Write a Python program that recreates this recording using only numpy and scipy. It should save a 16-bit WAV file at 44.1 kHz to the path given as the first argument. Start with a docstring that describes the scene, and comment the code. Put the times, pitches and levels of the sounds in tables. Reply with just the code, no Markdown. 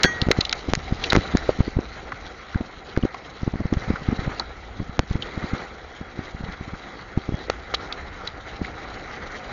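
"""Sulky on a dirt track

A sulky rolls fast behind a trotting horse, heard close up from a small camera that the driver wears.
The tyres hiss on crushed sand (shaped noise and grains); the headwind booms (resonant noise), and gusts
and jolts thump the microphone (short swings of pressure). Grit from the hooves raps on the housing (noise
bursts), loose fittings tick and the frame sings faintly. One stone rings a steel tube (decaying sines);
at a few moments the microphone chokes silent and snaps back with a spike."""
import sys
import numpy as np
from scipy import signal
from scipy.fft import rfft, irfft, next_fast_len
from scipy.io import wavfile
from scipy.ndimage import uniform_filter1d, map_coordinates

SR = 44100
rng = np.random.default_rng(int(sys.argv[2]) if len(sys.argv) > 2 else 0)


def log_audio(samples):
    """Write samples as a 16-bit WAV file to the path given in sys.argv[1]."""
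    # one column per channel
    frames = np.atleast_2d(samples).T
    # limit to full scale, then quantise
    limited = np.clip(frames, -1, 1)
    pcm = np.round(limited * 32767).astype(np.int16)
    wavfile.write(sys.argv[1], SR, pcm)


N = 419832
TIME = np.arange(N) / SR  # seconds


def amp(db):
    """Decibels to gain."""
    return 10 ** (np.asarray(db) / 20)


def unit(x):
    """Scale to rms 1."""
    return x / np.sqrt(np.mean(x ** 2) + 1e-20)


def gain(points, hz):
    """Gain of (Hz, dB) points joined on a log frequency axis."""
    f, db = np.transpose(points)
    return amp(np.interp(np.log(hz + 1), np.log(f), db))


def curves(rows):
    """One value per sample for each column after the time."""
    s, *cols = np.transpose(rows)
    return [np.interp(TIME, s, c) for c in cols]


def wobble(rate):
    """A smooth random curve with rate knots a second."""
    knots = rng.standard_normal(2048)
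    return map_coordinates(knots, [TIME * rate], mode="mirror")


def filtered(x, response):
    """Multiply the spectrum of x by a response of frequency."""
    size = next_fast_len(len(x) + len(x) // 10)
    f = np.fft.rfftfreq(size, 1 / SR)
    return irfft(rfft(x, size) * response(f), size)[:len(x)]


def add(track, s, sound):
    """Mix a sound into the track at time s."""
    start = max(round(s * SR), 0)
    track[start:start + len(sound)] += sound[:max(N - start, 0)]


def resonance(f, hz, width):
    """Causal response of one damped mode."""
    return 1j * f * width / (hz * hz - f * f + 1j * f * width)


def scattered(start, end, rate):
    """Uneven times in the span, about rate a second, falling freely within equal slots that overlap."""
    count = max(int(round((end - start) * rate)), 1)
    chance = rng.random(256)
    return start + (end - start) * (np.arange(count) + 2 * chance[:count]) / (count + 1)


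# Headwind at the microphone. Each row: time in seconds, rumble level in dB.
WIND_RUMBLE = [(0, -45), (1.3, -37.5), (2.3, -47), (3.2, -53.5), (4.1, -42.5), (5.9, -48.5), (7.93, -45.5),
               (7.98, -39), (8.25, -44), (9.52, -44.5)]


def wind(hz=58, width_hz=40, sub_db=-9, sub_hz=30):
    """The headwind keeps up a lumpy boom around one low resonance, with a weaker one beneath it."""
    def response(f):
        main = np.abs(resonance(f, hz, width_hz)) ** 2
        sub = np.abs(resonance(f, sub_hz, sub_hz)) ** 2
        return main + amp(sub_db) * sub

    rumble_db, = curves(WIND_RUMBLE)
    boom = filtered(rng.standard_normal(N), response)
    lumps_db = 1.8 * wobble(12)
    return amp(rumble_db + lumps_db) * unit(boom)


# Spells in which the frame sings. Each row: middle in seconds, half length in seconds, level in dB.
SINGING_SPELLS = [(2.292, 0.25, -58.5), (5.8, 2.5, -63.5)]


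def singing():
    """Vibration keeps one mode of the steel frame faintly singing, on and off."""
    mode = unit(filtered(rng.standard_normal(N), lambda f: resonance(f, 3323, 34)))
    spells = sum(amp(db) * np.exp(-((TIME - s) / length) ** 4) for s, length, db in SINGING_SPELLS)
    return amp(3.5 * wobble(14)) * spells * mode


def ticks(jolts, db=3, hz=2000):
    """Wherever the cart is being jolted, loose sand and harness fittings tick."""
    shaking = np.sqrt(np.abs(uniform_filter1d(jolts ** 2, size=SR // 16)))
    hits = rng.random(N) < 36 / SR  # about 36 a second
    contacts = hits * rng.uniform(-1, 1, N) * np.minimum(shaking, .05)
    t = np.arange(SR // 200) / SR
    scrape = rng.standard_normal(len(t)) * np.exp(-t / 0.00039)
    tapping = signal.fftconvolve(contacts, scrape)[:N]
    return amp(db) * filtered(tapping, lambda f: resonance(f, hz, 2 * hz))


# Air cavities right in front of the microphone. 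Each row: centre in Hz, width in Hz, lift or cut in dB.
HOUSING_CAVITIES = [(765, 98, 8.5), (1316, 300, 7), (1980, 370, 8), (3940, 120, 9), (4390, 260, 4.5),
                    (6400, 450, -3.5)]


def housing(f):
    """Each cavity in front of the microphone lifts or dips its own band."""
    bands = [1 + (amp(db) - 1) * resonance(f, hz, width) for hz, width, db in HOUSING_CAVITIES]
    return np.prod(bands, axis=0)


CRUMBS_PER_S, CRUMB_DB, CRUMB_HZ, CRUMB_S = 2, -28, 1200, .002  # rate, middle level and pitch, length


def crumbs(scatter_db=3):
    """Faint crumbs strike all along the way: rows like those of CLODS."""
    times = scattered(0, N / SR, CRUMBS_PER_S)
    chance = rng.uniform(-1, 1, (256, 2))
    return [(s, CRUMB_DB + scatter_db * force, CRUMB_HZ * 2 ** (pitch / 2), CRUMB_S)
            for s, (force, pitch) in zip(times, chance)]


# Clods that rap on the housing. Each row: start in seconds, level in dB, pitch in Hz, length in seconds.
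CLODS = [(.033, 3.5, 2700, 0.003), (.04, 1, 1580, 0.0034), (.216, -6.5, 3820, 0.0038),
         (.3137, 0, 2140, 0.0043), (.4072, -5.5, 3800, 0.0062), (.451, -10.5, 3450, .0043),
         (.494, -9.5, 3750, 0.0021), (.51, -22, 3620, 0.0066), (.527, -3.5, 2360, 0.0038),
         (.752, -1.5, 3700, 0.00086), (1.039, -9, 3070, 0.0064), (1.101, -6.5, 3750, 0.0062),
         (1.1223, -4, 1150, 0.0066), (1.15, -7, 800, 0.0094), (1.371, -4, 2950, 0.0012),
         (2.119, -16, 1300, 0.0094), (2.544, -18.5, 1390, 0.0049), (2.964, -17, 1500, 0.0047),
         (3.027, -24, 3030, 0.0034), (3.144, -17, 1070, 0.0055), (3.738, -13, 1300, 0.00098),
         (3.957, -17.5, 1330, 0.011), (4.3965, -8, 4330, 0.003), (4.397, -16.5, 900, .012),
         (5.222, -16.5, 3150, 0.0088), (7.499, -6, 1550, 0.003), (7.739, -10.5, 1000, 0.0067),
         (7.744, -8, 3460, 0.0062), (7.9247, -12.5, 3670, 0.0031), (8.2735, -13, 3840, 0.0044),
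         (8.646, -18, 2050, 0.0058)]
CLOD_WIDTH_HZ, CLOD_WIDENS = 5350, 0.85  # bandwidth of a low 0 dB rap; power of strength that widens it
SHELL_HZ, CLOD_SKIRT_DB = 3490, -7  # above this pitch the shell pings narrowly; broad crack in every rap


def grit(tail_db=-24, tail_t60=0.048, colour=0.81, briefness=0.7, usual_s=0.0049):
    """A clod bursts in milliseconds of micro-impacts, the harder and briefer the broader, with a tail."""
    out, t = np.zeros(N), np.arange(SR // 10) / SR
    for s, db, hz, length in list(CLODS) + crumbs():
        width = CLOD_WIDTH_HZ * amp(CLOD_WIDENS * db) * (usual_s / length) ** briefness
        width = width / np.hypot(1, (hz / SHELL_HZ) ** 4)
        burst = np.exp(-(t / length) ** 2)
        tail = amp(tail_db - 60 * t / tail_t60)
        spray = (1 - np.exp(-t / 0.00013)) * (burst + tail)

        def body(f):
            ping = resonance(f, hz, width)
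            return ping * (ping + amp(CLOD_SKIRT_DB)) * housing(f) ** colour

        rap = filtered(spray * rng.standard_normal(len(t)), body)
        same_energy = np.linalg.norm(spray) / np.linalg.norm(rap)
        add(out, s, amp(db - 9.5) * rap * same_energy)
    return out


# Modes of the struck tube. Each row: pitch in Hz, relative level in dB, time to fall 60 dB in seconds.
TUBE_MODES = [(1494, -20, .3), (1620, 0, .08), (1902, -12, .6), (3259, -25, .3), (3322, -11, .1),
              (4400, -14, .08), (4480, -16, .1), (5798, -26, .22), (6400, -22, .26)]


def tube():
    """A stone rings a steel tube of the cart: its modes start together and die at their own rates."""
    out, t = np.zeros(N), np.arange(SR) / SR
    ring = sum(amp(level - 60 * t / t60) * np.sin(2 * np.pi * (hz * t + rng.random()))
               for hz, level, t60 in TUBE_MODES)
    onset = 1 - np.exp(-t / .001)
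    add(out, .044, amp(-8) * ring * onset)
    return out


# Spells of buffeting air. Each row: start in seconds, end in seconds, typical level in dB.
BUFFETING_SPELLS = [(0.618, 0.877, -19), (1.099, 1.203, -15.5), (3.446, 4.248, -19), (4.727, 5.249, -24),
                    (6.296, 6.798, -22.5), (7.228, 7.37, -14.5)]
BUFFETS_PER_S, BUFFET_HZ, BUFFET_SCATTER_DB = 14, 159, 3.5  # rate, middle pitch, spread in strength


def buffets():
    """Lesser bumps come at random while the air buffets: rows like those of THUMPS."""
    times = [(s, db) for start, end, db in BUFFETING_SPELLS
             for s in scattered(start, end, BUFFETS_PER_S)]
    chance = rng.uniform(-1, 1, (256, 2))
    return [(s, db + BUFFET_SCATTER_DB * force, BUFFET_HZ * 2 ** (pitch / 2))
            for (s, db), (force, pitch) in zip(times, chance)]


# Gusts and jolts that thump the microphone. Each row: middle in seconds, level in dB, pitch in Hz.
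THUMPS = [(.047, 2.5, 290), (.224, -12, 190), (.271, -10, 185), (.286, -3, 235), (.308, -2.5, 414),
          (.389, -7.5, 224), (.688, -13, 253), (.926, -9, 182), (1.154, -3.5, 365), (1.173, 0, 300),
          (1.352, -0.5, 192), (1.493, 1, 490), (1.606, -0.5, 196), (1.681, -11, 260), (1.769, -10.5, 130),
          (1.79, -7, 290), (2.559, -10.5, 165), (2.61, -11, 211), (2.976, -5.5, 255), (3.036, -7.5, 190),
          (3.053, -5, 280), (3.433, -14.5, 176.3), (3.478, -9, 244), (3.54, -13.5, 180),
          (3.606, -12.5, 203), (3.655, -11.5, 155), (3.728, -3.5, 222), (3.904, -5.5, 204),
          (4.088, -7.5, 204), (4.128, -8, 201), (4.192, -16, 145), (4.277, -10.5, 131), (4.803, -15.5, 178),
          (4.998, -11.5, 179), (5.112, -13, 126), (5.156, -13, 170), (5.378, -17, 197), (5.443, -12, 181),
          (5.535, -10.5, 182), (6.013, -19.5, 187), (6.193, -18, 227), (6.488, -21, 154),
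          (7.176, -8.5, 223), (7.324, -17.5, 260), (7.5, -9.5, 463), (7.741, -16, 520), (8.617, -12.5, 188)]


def bumps(cycles=0.6, shortest=0.0025, push=0.55, push_width=1.035, bend=0.077,
          scuff_db=-21, scuff_hz=550, scuff_life=0.0052, eddy_db=-14, eddy_lag=0.01572):
    """A bump is a swing or two of pressure on a slower push, with scuffing and a weaker eddy close by."""
    out, t = np.zeros(N), np.arange(-SR // 20, SR // 20) / SR
    for s, db, hz in list(THUMPS) + buffets():
        phase, glide, side, lag = rng.uniform(-1, 1, 4)
        length = max(cycles / hz, shortest)  # high bumps swing several times and sound like knocks
        bluntness = cycles / hz / length
        u = t / length
        swell = 1 / np.cosh(np.clip(2.98 * u, -20, 20))
        bent_time = t * (1 + bend * glide * np.tanh(u))  # the pitch bends a little
        swing = np.sqrt(bluntness) * swell * np.cos(2 * np.pi * hz * bent_time + np.pi * phase)

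        push_swell = np.exp(-(u / push_width) ** 2 / 2)
        slow = push * bluntness ** 2 * np.sin(np.pi * side + 1.57 * u / push_width) * push_swell

        rubbing = np.where(t < 0, swell, np.exp(-np.abs(t) / scuff_life))
        rasp = filtered(rng.standard_normal(len(t)),
                        lambda f: resonance(f, scuff_hz, 1.32 * scuff_hz) ** 2)
        scuff = rubbing * unit(rasp)

        add(out, s + t[0], amp(db) * (swing + slow + amp(scuff_db) * scuff))
        add(out, s + t[0] + eddy_lag * np.cbrt(lag), amp(db + eddy_db) * swing)  # before or after
    return out


def patchy(x, depth_db):
    """Let each band of x swell and sink by itself."""
    z = signal.stft(x, nperseg=512)[2]
    field = uniform_filter1d(rng.standard_normal(z.shape), size=7, axis=0)
    field = uniform_filter1d(field, size=9, axis=1)
    return signal.istft(z * amp(depth_db * unit(field)), nperseg=512)[1][:N]


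def crunch(spectrum, rate, grain_db, patchy_db, spread_db=4):
    """A bed of countless tiny grains with rate larger ones a second on top, rms 1."""
    hits = (rng.random(N) < rate / SR) * rng.choice([-1, 1], N)
    grains = hits * amp(spread_db * np.minimum(rng.exponential(size=N), 2))
    bed = rng.standard_normal(N) + amp(grain_db) * unit(grains)
    return unit(filtered(patchy(bed, patchy_db), lambda f: gain(spectrum, f) * housing(f)))


# Spectra of the wheels' and hooves' drone, of the roll and of the sand's hiss, before the housing
# colours them. Each row: frequency in Hz, relative level in dB per Hz.
DRONE_SPECTRUM = [(25, -11.5), (110, 3.5), (220, 3), (500, 4), (800, -8.5), (1150, -19.5), (2200, -37.5)]
ROLL_SPECTRUM = [(200, -7.5), (900, -5), (1400, -4), (1800, -7.5), (2200, -6.5), (2700, -16.5), (4000, -37)]
HISS_SPECTRUM = [(1200, -22), (2300, -5.5), (3100, 2), (4100, -1), (5000, -5.5), (7000, -5), (8000, -25.5)]
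# How hard the tyres crush the track. Each row: time in seconds, roll level in dB.
ROLL_LEVEL = [(0, -35.5), (.55, -42), (.98, -41), (1.06, -33.5), (1.7, -42), (2.8, -45), (3.6, -45.5),
              (3.85, -40.5), (4.35, -38), (4.52, -45.5), (5.05, -45.5), (5.2, -40.5), (5.62, -37),
              (5.8, -45.5), (7.7, -42.5), (7.8, -39), (8.2, -42.5), (9.52, -39)]
# The sand's hiss against the roll's mean level. Each row: time in seconds, level in dB.
HISS_LEVEL = [(0, -7.5), (1.45, -5), (1.7, -8), (9.52, -9)]
DRONE_DB = -1  # drone relative to the roll
HISS_GROWS = 0.86  # dB of hiss for each dB of roll


def tyres():
    """Tyres and hooves crush the sand; rolling level and uneven ground drive drone, roll and hiss."""
    roll_db, = curves(ROLL_LEVEL)
    treble_db, = curves(HISS_LEVEL)
    hiss_db = roll_db.mean() + HISS_GROWS * (roll_db - roll_db.mean()) + treble_db
    ground_db = 1.1 * wobble(26)
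    drone_gain = amp(roll_db + DRONE_DB + ground_db)
    roll_gain = amp(roll_db + ground_db + 1.72 * wobble(70))
    hiss_gain = amp(hiss_db + ground_db + 2.0 * wobble(60))
    drone = drone_gain * crunch(DRONE_SPECTRUM, rate=120, grain_db=-4.5, patchy_db=2)
    roll = roll_gain * crunch(ROLL_SPECTRUM, rate=220, grain_db=-9.5, patchy_db=1.5)
    hiss = hiss_gain * crunch(HISS_SPECTRUM, rate=150, grain_db=-4.5, patchy_db=2.2)
    return drone + roll + hiss


def rounded(x):
    """The microphone rounds off the largest swings of pressure."""
    return x / (1 + (x / .68) ** 4) ** .25


# Moments at which the microphone chokes. Each row: end of the choke in seconds, spike level in dB,
# choked time in seconds.
CHOKES = [(.054, -9.5, .0046), (.2866, -26, 0.0057), (.736, -4, 0.0064), (1.1317, -3.5, 0.0056),
          (1.164, -5, 0.0059), (2.975, -20.5, 0.00725), (4.993, -4.5, 0.005)]


def choked_microphone(x, relax=0.0011):
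    """At a few moments the microphone chokes silent and snaps back with a two-sided spike."""
    flip = .0009  # seconds from the start of the spike to its change of sign
    out, passing, t = np.zeros(N), np.ones(N), np.arange(SR // 50) / SR
    for s, db, choked in CHOKES:
        passing = passing * ((TIME < s - choked) | (TIME > s))
        spike = np.where(t < flip, (t / flip) ** 2, -np.exp(-(t - flip) / relax))
        add(out, s - flip, amp(db) * spike)
    return x * uniform_filter1d(passing, size=24) + out


def scene():
    """Everything as it reaches the one microphone on the driver."""
    jolts = rounded(bumps())
    background = wind() + singing() + ticks(jolts)
    strikes = grit() + tube() + jolts
    return choked_microphone(background + strikes + tyres())[None]


# Band limit of the small camera. Each row: frequency in Hz, gain in dB.
CAMERA_BAND = [(6700, 0.5), (7100, -9), (7450, -24.5), (8500, -42), (10000, -61.5)]
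TOP_HZ = 16800  # nothing passes from here up


def record(dry):
    """The small camera keeps little above 7 kHz, and the hardest peaks clip."""
    ceiling = .72
    banded = filtered(dry[0], lambda f: gain(CAMERA_BAND, f))
    clipped = np.clip(banded, -ceiling, ceiling)
    return filtered(clipped, lambda f: f < TOP_HZ)[None]


dry = scene()
out = record(dry)
log_audio(out)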